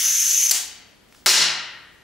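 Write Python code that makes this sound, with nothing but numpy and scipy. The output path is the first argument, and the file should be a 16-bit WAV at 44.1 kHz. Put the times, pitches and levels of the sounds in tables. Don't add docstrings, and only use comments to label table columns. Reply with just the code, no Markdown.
import sys
import numpy as np
from scipy import signal
from scipy.fft import rfft, irfft, next_fast_len
from scipy.io import wavfile
from scipy.ndimage import uniform_filter1d, map_coordinates

SR = 44100
rng = np.random.default_rng(int(sys.argv[2]) if len(sys.argv) > 2 else 0)


def wrap_up_sound(samples):
    columns = np.atleast_2d(samples).T
    tamed = np.clip(columns, -1, 1)
    steps = np.round(tamed * 32767).astype(np.int16)
    wavfile.write(sys.argv[1], SR, steps)


def elevation(decibels):
    levels = np.asarray(decibels, float)
    return 10 ** (levels / 20)


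N = 89567
LEAD = SR // 2
LEFT_DB = 1.2

# (time [s], level [dB])
CONTACTS = [
    (1.2609, 18),
    (1.263, 16),
    (1.266, 18),
    (1.2769, 4),
    (1.283, 5),
    (1.2873, 18),
    (1.2928, 16),
    (1.311, 10),
    (1.3649, 5),
]


def unit(x):
    return x / np.sqrt(np.mean(x ** 2) + 1e-20)


def along(points, hz):
    f, v = np.transpose(points)
    return np.interp(np.log(hz + 1), np.log(f + 1), v)


def filtered(x, response):
    n = x.shape[-1]
    m = next_fast_len(n + SR // 4)
    return irfft(rfft(x, m) * response(np.fft.rfftfreq(m, 1 / SR)), m)[..., :n]


def resonances(table):
    def response(f):
        total = 0
        for k, (centre_hz, width_hz, db) in enumerate(table):
            damping = 1j * f * width_hz
            total = total + (-1) ** k * elevation(db) * damping / (centre_hz * centre_hz - f * f + damping)
        return total
    return response


def noise(spectrum):
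    return unit(filtered(rng.standard_normal(LEAD + N), lambda hz: elevation(along(spectrum, hz))))


def pair(x, alike):
    def mid_side(hz):
        turn = np.arccos(np.clip(along(alike, hz), -1, 1)) / 2
        return np.array([np.cos(turn), np.sin(turn)])
    mid, side = filtered(x, mid_side)
    return np.array([mid + side, mid - side])


def dying(t60s, channels):
    hz, t, z = signal.stft(rng.standard_normal((channels, SR)), SR, nperseg=256)
    t60 = np.maximum(along(t60s, hz), .01)[:, None]
    return signal.istft(z * elevation(-60 * t / t60), SR, nperseg=256)[1]


def clock():
    return (np.arange(LEAD + N) - LEAD) / SR


def puff(start_s, rise_s, hold_s, t60_s):
    t = clock() - start_s
    return np.clip(t / rise_s, 0, 1) * elevation(-60 * np.maximum(t - rise_s - hold_s, 0) / t60_s)


def ring(modes, t, longest_s):
    out = 0
    for hz, db, t60_s in modes:
        level_db = db + rng.normal(0, 2.2) - 60 * t / min(t60_s, longest_s)
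        out = out + elevation(level_db) * np.sin(2 * np.pi * hz * t)
    return out


def shimmer(groups, t):
    out = 0
    for hz, width_hz, db, t60_s in groups:
        band = resonances([(hz, width_hz, 0)])
        beating = unit(filtered(rng.standard_normal(len(t)), lambda f: band(f) ** 2))
        out = out + elevation(db - 60 * t / t60_s) * beating
    return out


def patchy(x, db):
    z = signal.stft(x, nperseg=512)[2]
    field = uniform_filter1d(rng.standard_normal(z.shape), size=7, axis=0)
    field = uniform_filter1d(field, size=16, axis=1)
    return unit(signal.istft(z * elevation(db * unit(field)), nperseg=512)[1][:len(x)])


def add(out, s, x):
    part = out[LEAD + round(s * SR):][:len(x)]
    part += x[:len(part)]


def room_tone():
    # (frequency [Hz], density [dB per Hz])
    air_spectrum = [(15, -29), (30, 3), (55, 1), (100, -4.5), (250, -4.5), (1190, -16), (3080, -17.5),
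                    (16000, -30.5)]
    # (frequency [Hz], correlation)
    air_alike = [(40, 0.95), (100, 0.54), (380, 0.21), (2380, 0.27), (15000, 0.13)]
    return elevation(-54.5) * pair(np.array([noise(air_spectrum), noise(air_spectrum)]), air_alike)


def jet():
    # (time [s], whistle level [dB], hiss level [dB])
    flow = [(0.0, -24, -17), (0.044, -19.5, -17.5), (0.124, -19.5, -19.5), (0.3, -19.5, -18.5),
            (0.4, -19.5, -19.5), (0.463, -20, -17.5), (0.47, -15.5, -23), (0.475, -25, -24),
            (0.49, -23, -22), (0.497, -15.5, -20), (0.503, -22, -21)]
    # (frequency [Hz], width [Hz], level [dB])
    nozzle = [(2970, 500, -24.5), (5620, 540, -14.5), (5955, 250, -6.5), (6260, 283, -3.5),
              (6760, 634, -12), (10790, 450, -21.5), (11600, 600, -19.5)]
    # (frequency [Hz], density [dB per Hz])
    hiss_spectrum = [(200, -23), (1100, -15.5), (1800, -2), (4500, 1), (8000, 3), (9700, -0.5), (13400, -3),
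                     (15500, -0.5)]
    # (time [s], pitch ratio)
    pitch = [(0, .978), (.13, 1.001), (.28, .997), (.42, 1.006), (.5, .985)]
    flutter_db, flutter_hz = 1, 244
    shut_s, shut_fall_s = .503, 0.0035
    t = clock()

    flutter_at = np.arange(LEAD + N) * flutter_hz / SR
    flutter = map_coordinates(rng.standard_normal(2000), [flutter_at], mode="mirror")
    turbulence = elevation(flutter_db * flutter) * rng.standard_normal(LEAD + N)
    whistle = unit(filtered(turbulence, resonances(nozzle)))
    read_at = np.cumsum(np.interp(t, *np.transpose(pitch)))
    whistle = unit(map_coordinates(whistle, [read_at], mode="mirror"))

    s, whistle_db, hiss_db = np.transpose(flow)
    whistle = elevation(np.interp(t, s, whistle_db)) * whistle
    hiss = elevation(-7 + np.interp(t, s, hiss_db)) * patchy(noise(hiss_spectrum), db=3)
    return (whistle + hiss) * np.clip((shut_s - t) / shut_fall_s + 1, 0, 1)


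def ports(x, lean, lead):
    def half(hz):
        return elevation(along(lean, hz) / 2 - LEFT_DB) * np.exp(.5j * along(lead, hz))
    return filtered(x[None], lambda hz: np.array([half(hz), 1 / half(hz)]))


def unrelated(x):
    # (frequency [Hz], level [dB])
    spread = [(1000, -30), (4000, -21.5), (7000, -10.5), (10000, -6.5), (15000, -11)]
    return filtered(x, lambda hz: elevation(along(spread, hz))) * [[1], [-1]]


def room(x):
    # (frequency [Hz], t60 [s])
    room_t60 = [(150, 0.84), (500, 0.9), (1500, 1.07), (3000, 0.86), (6000, 0.53), (12000, 0.32)]
    # (frequency [Hz], correlation)
    room_alike = [(60, 0.59), (240, 0.9), (950, 0.93), (3770, 0.63), (15000, 0.043)]
    gap_s = .006
    tail = pair(dying(room_t60, channels=2), room_alike)
    late = np.pad(x, (round(gap_s * SR), 0))[None]
    return signal.fftconvolve(late, tail / np.linalg.norm(tail[0]), axes=1)[:, :LEAD + N]


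def valve():
    # (time [s], level [dB])
    snaps = [
        (.5108, -8.5),
        (0.5125, -9.5),
        (0.515, -8.5),
        (0.517, -12),
    ]
    # (frequency [Hz], level [dB], t60 [s])
    valve_modes = [(303, -2, .03), (710, -13, .03), (2070, -11, .03), (3090, -13.5, 0.096),
                   (4643, -5.5, 0.036), (4930, -9, .03), (5630, -9, .02), (6100, -9, 0.04),
                   (7000, -1, 0.0088), (7500, -2, 0.023), (9560, -5.5, 0.072), (9930, -14.5, 0.25),
                   (12680, -13, .03)]
    # (frequency [Hz], width [Hz], level [dB], t60 [s])
    held = [(3040, 140, -39.5, 1), (4560, 130, -43, .95), (6230, 120, -37, .7)]
    # (frequency [Hz], width [Hz], level [dB])
    housing = [(1520, 2400, -11), (5300, 2050, 3), (6900, 2700, -0.5), (12500, 4200, 1)]
    # (frequency [Hz], density [dB per Hz])
    vent_spectrum = [(180, -48), (300, -27.5), (624, -33), (725, -20), (1210, -22.5), (1480, -18),
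                     (7080, -6.5), (16000, -22.5)]

    out, t = np.zeros(LEAD + N), np.arange(SR // 20) / SR
    for s, db in snaps:
        tone = 0.97 * ring(valve_modes, t, longest_s=.016)
        click = 0.78 * elevation(-60 * t / 0.02) * rng.standard_normal(len(t))
        add(out, s, elevation(db) * (tone + click))
    add(out, snaps[0][0], shimmer(held, np.arange(SR // 2) / SR))
    vent = elevation(-22.5) * noise(vent_spectrum) * puff(start_s=0.4974, rise_s=0.03, hold_s=0.041, t60_s=0.32)
    return filtered(out, resonances(housing)) + vent


def cup():
    # (time [s], peak level [dB])
    ticks = [
        (1.0854, -52),
        (1.125, -42.5),
        (1.1475, -40.5),
    ]
    # (frequency [Hz], width [Hz], level [dB])
    lip = [(1100, 580, 6), (2470, 1500, 5.5), (5500, 5000, 0)]
    # (frequency [Hz], density [dB per Hz])
    leak_spectrum = [(590, -40), (1000, -4), (2590, -15), (3230, -1), (3500, -5), (5020, 1), (16000, -14)]

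    blows, t = np.zeros(LEAD + N), np.arange(SR // 50) / SR
    for s, db in ticks:
        add(blows, s, elevation(db - 60 * t / 0.019) * rng.standard_normal(len(t)))
    leak = elevation(-57.5) * noise(leak_spectrum) * puff(start_s=1.078, rise_s=0.089, hold_s=0.028, t60_s=0.3)
    return filtered(blows, resonances(lip)) + leak


def sheet():
    # (frequency [Hz], level [dB], t60 [s])
    bright = [(1885, -16, 1.1), (2820, -26, 5.0), (3370, -32, 5.0), (3900, -10, 3.9), (4200, -15, 1.0),
              (4100, -7.5, 0.57), (4140, -6, 0.85), (4570, -22.5, 5.0), (4680, -9, 0.53), (4820, -7, 0.73),
              (5600, -8, 0.91), (6050, -13, 0.87)]
    # (frequency [Hz], density [dB per Hz])
    crash_spectrum = [(100, -29), (300, -18.5), (700, -13), (1100, -4.5), (2000, -1), (4300, -2), (7500, 3),
                      (16000, -8)]
    # (frequency [Hz], t60 [s])
    crash_t60 = [(200, 0.86), (1000, 0.33), (4000, 0.61), (8000, 0.4), (15000, 0.26)]
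    # (frequency [Hz], width [Hz], level [dB])
    clusters = [(1968, 250, 1), (2880, 130, 4.5), (4000, 410, 4.5), (5510, 690, 3.5), (7050, 190, -2)]
    # (frequency [Hz], width [Hz], level [dB], t60 [s])
    linger = [(1879, 130, -27.5, 1.21), (2920, 740, -24, 1.03), (4130, 300, -13, 0.52)]
    # (frequency [Hz], width [Hz], level [dB])
    table_top = [(397, 240, -1.5), (684, 300, 4), (1287, 700, 4.5), (2280, 1600, -7)]
    # (frequency [Hz], width [Hz], level [dB])
    crack = [(820, 2400, -5.5), (4890, 1900, 5.5), (10000, 2800, -6), (14500, 3000, -10)]
    ring_db, crash_db, thud_db = -11.5, 0.5, 11.5
    crack_t60_s, thud_t60_s, scatter = 0.0019, 0.098, 0.59
    swell, swell_s = 0.23, 0.037

    out, cracks, t = np.zeros(LEAD + N), np.zeros(LEAD + N), np.arange(SR * 4 // 5) / SR
    slap_s = CONTACTS[0][0]

    def dense(hz):
        return elevation(along(crash_spectrum, hz)) * (1 + np.abs(resonances(clusters)(hz)))

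    crash = filtered(dying(crash_t60, channels=1)[0], dense)[:len(t)]
    crash = crash / np.std(crash[:SR // 50]) * (1 - swell * np.exp(-t / swell_s))
    clear = elevation(ring_db) * ring(bright, t, longest_s=0.4)
    add(out, slap_s, elevation(crash_db) * crash + clear + shimmer(linger, t))

    thud = elevation(thud_db - 60 * t / thud_t60_s) * rng.standard_normal(len(t))
    add(cracks, slap_s, filtered(thud, resonances(table_top)))
    for s, db in CONTACTS:
        blow = np.r_[1, scatter * rng.standard_normal(SR // 100 - 1)]
        add(cracks, s, elevation(db - 60 * t[:SR // 100] / crack_t60_s) * blow)
    return out + filtered(cracks, resonances(crack))


def flexing():
    # (frequency [Hz], level [dB], t60 [s], rise [s])
    flex = [(146.5, -16.5, 0.58, 0.21), (208, -23.5, 0.55, 0.14), (243, -27.5, 0.37, 0.033),
            (352, -29, 0.72, 0.057), (374.4, -14.5, 0.21, 0.0041), (424, -30, 0.52, 0.013),
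            (611, -25.5, 0.3, 0.0015), (787, -29, .3, .002), (1009, -26, 0.63, 0.0045)]
    out, t = np.zeros(LEAD + N), np.arange(SR * 4 // 5) / SR
    for hz, db, t60_s, rise_s in flex:
        envelope = elevation(db - 60 * t / t60_s) * (1 - np.exp(-t / rise_s)) ** 2
        add(out, CONTACTS[0][0], envelope * np.sin(2 * np.pi * hz * t))
    return out


def scene():
    # (frequency [Hz], level [dB])
    jet_lean = [(60, 2.5), (180, -1), (550, -1.5), (1650, -1), (4970, 2), (15000, 3)]
    sheet_lean = [(60, 0.5), (240, 0.99), (950, 0.87), (3770, 1.5), (15000, 1.5)]
    # (frequency [Hz], phase [rad])
    jet_lead = [(0, 0), (6800, -0.19), (8180, 0.1), (11200, 0.43), (15600, -0.057), (16500, 1.1)]
    sheet_lead = [(0, 0.16), (5600, 0.093), (8610, -0.6), (11200, 0.1), (16500, -0.086)]

    gripper, plate = jet() + valve() + cup(), sheet()
    near = ports(gripper, jet_lean, jet_lead) + ports(plate + flexing(), sheet_lean, sheet_lead)
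    echoes = room(elevation(-7.5) * gripper + elevation(-11) * plate)
    diffuse = room_tone() + unrelated(jet() + valve() + sheet())
    return (elevation([[LEFT_DB], [-LEFT_DB]]) * (near + echoes + diffuse))[:, LEAD:]


def narrowed(x):
    # (frequency [Hz], level [dB])
    side_limit = [(300, -30.5), (2000, -27), (4500, -25), (7000, -39.5), (12000, -30.5), (16000, -28)]
    faint_hz, faint_db, fickle_db = 14000, -100, 2.5

    def band_rms(z):
        return np.sqrt(np.mean(np.abs(z.reshape(64, 16, -1)) ** 2, axis=1))

    mid_side = np.array([x[0] + x[1], x[0] - x[1]]) / 2
    mid, side = signal.stft(mid_side, nperseg=2048)[2][:, :1024]
    mid_rms, side_rms = band_rms(mid), band_rms(side)
    hz = (np.arange(64)[:, None] + .5) * SR / 128
    waver = elevation(fickle_db * rng.standard_normal((2, *mid_rms.shape)))
    keep_side = side_rms * waver[0] > elevation(along(side_limit, hz)) * mid_rms.max(axis=0)
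    keep_mid = (mid_rms * waver[1] > elevation(faint_db + (hz - faint_hz) / 150)) | (hz < faint_hz)
    kept = np.array([mid, side]) * np.repeat([keep_mid, keep_side & keep_mid], 16, axis=1)
    mid, side = signal.istft(np.pad(kept, ((0, 0), (0, 1), (0, 0))), nperseg=2048)[1][:, :N]
    return np.array([mid + side, mid - side])


def low_pass(x):
    return signal.sosfilt(signal.butter(12, 16990, fs=SR, output="sos"), x)


def record(dry):
    duck_s, duck_db, grab_s, let_go_s = 1.2614, -16, 0.00098, 0.17
    top_hz, top_db, low_hz = 15700, -35, 44.7

    def band_limits(hz):
        return np.where(hz < top_hz, 1, elevation(top_db)) * hz ** 2 / (hz ** 2 + low_hz ** 2)

    t = np.arange(N) / SR - duck_s
    duck = np.clip(np.minimum(t / grab_s + 1, 1 - t / let_go_s), 0, 1)
    x = dry * elevation(duck_db * duck)
    x = x / (1 + np.abs(x) ** 6) ** (1 / 6)
    mix = narrowed(filtered(x, band_limits))
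    return low_pass(mix)


dry = scene()
out = record(dry)
wrap_up_sound(out)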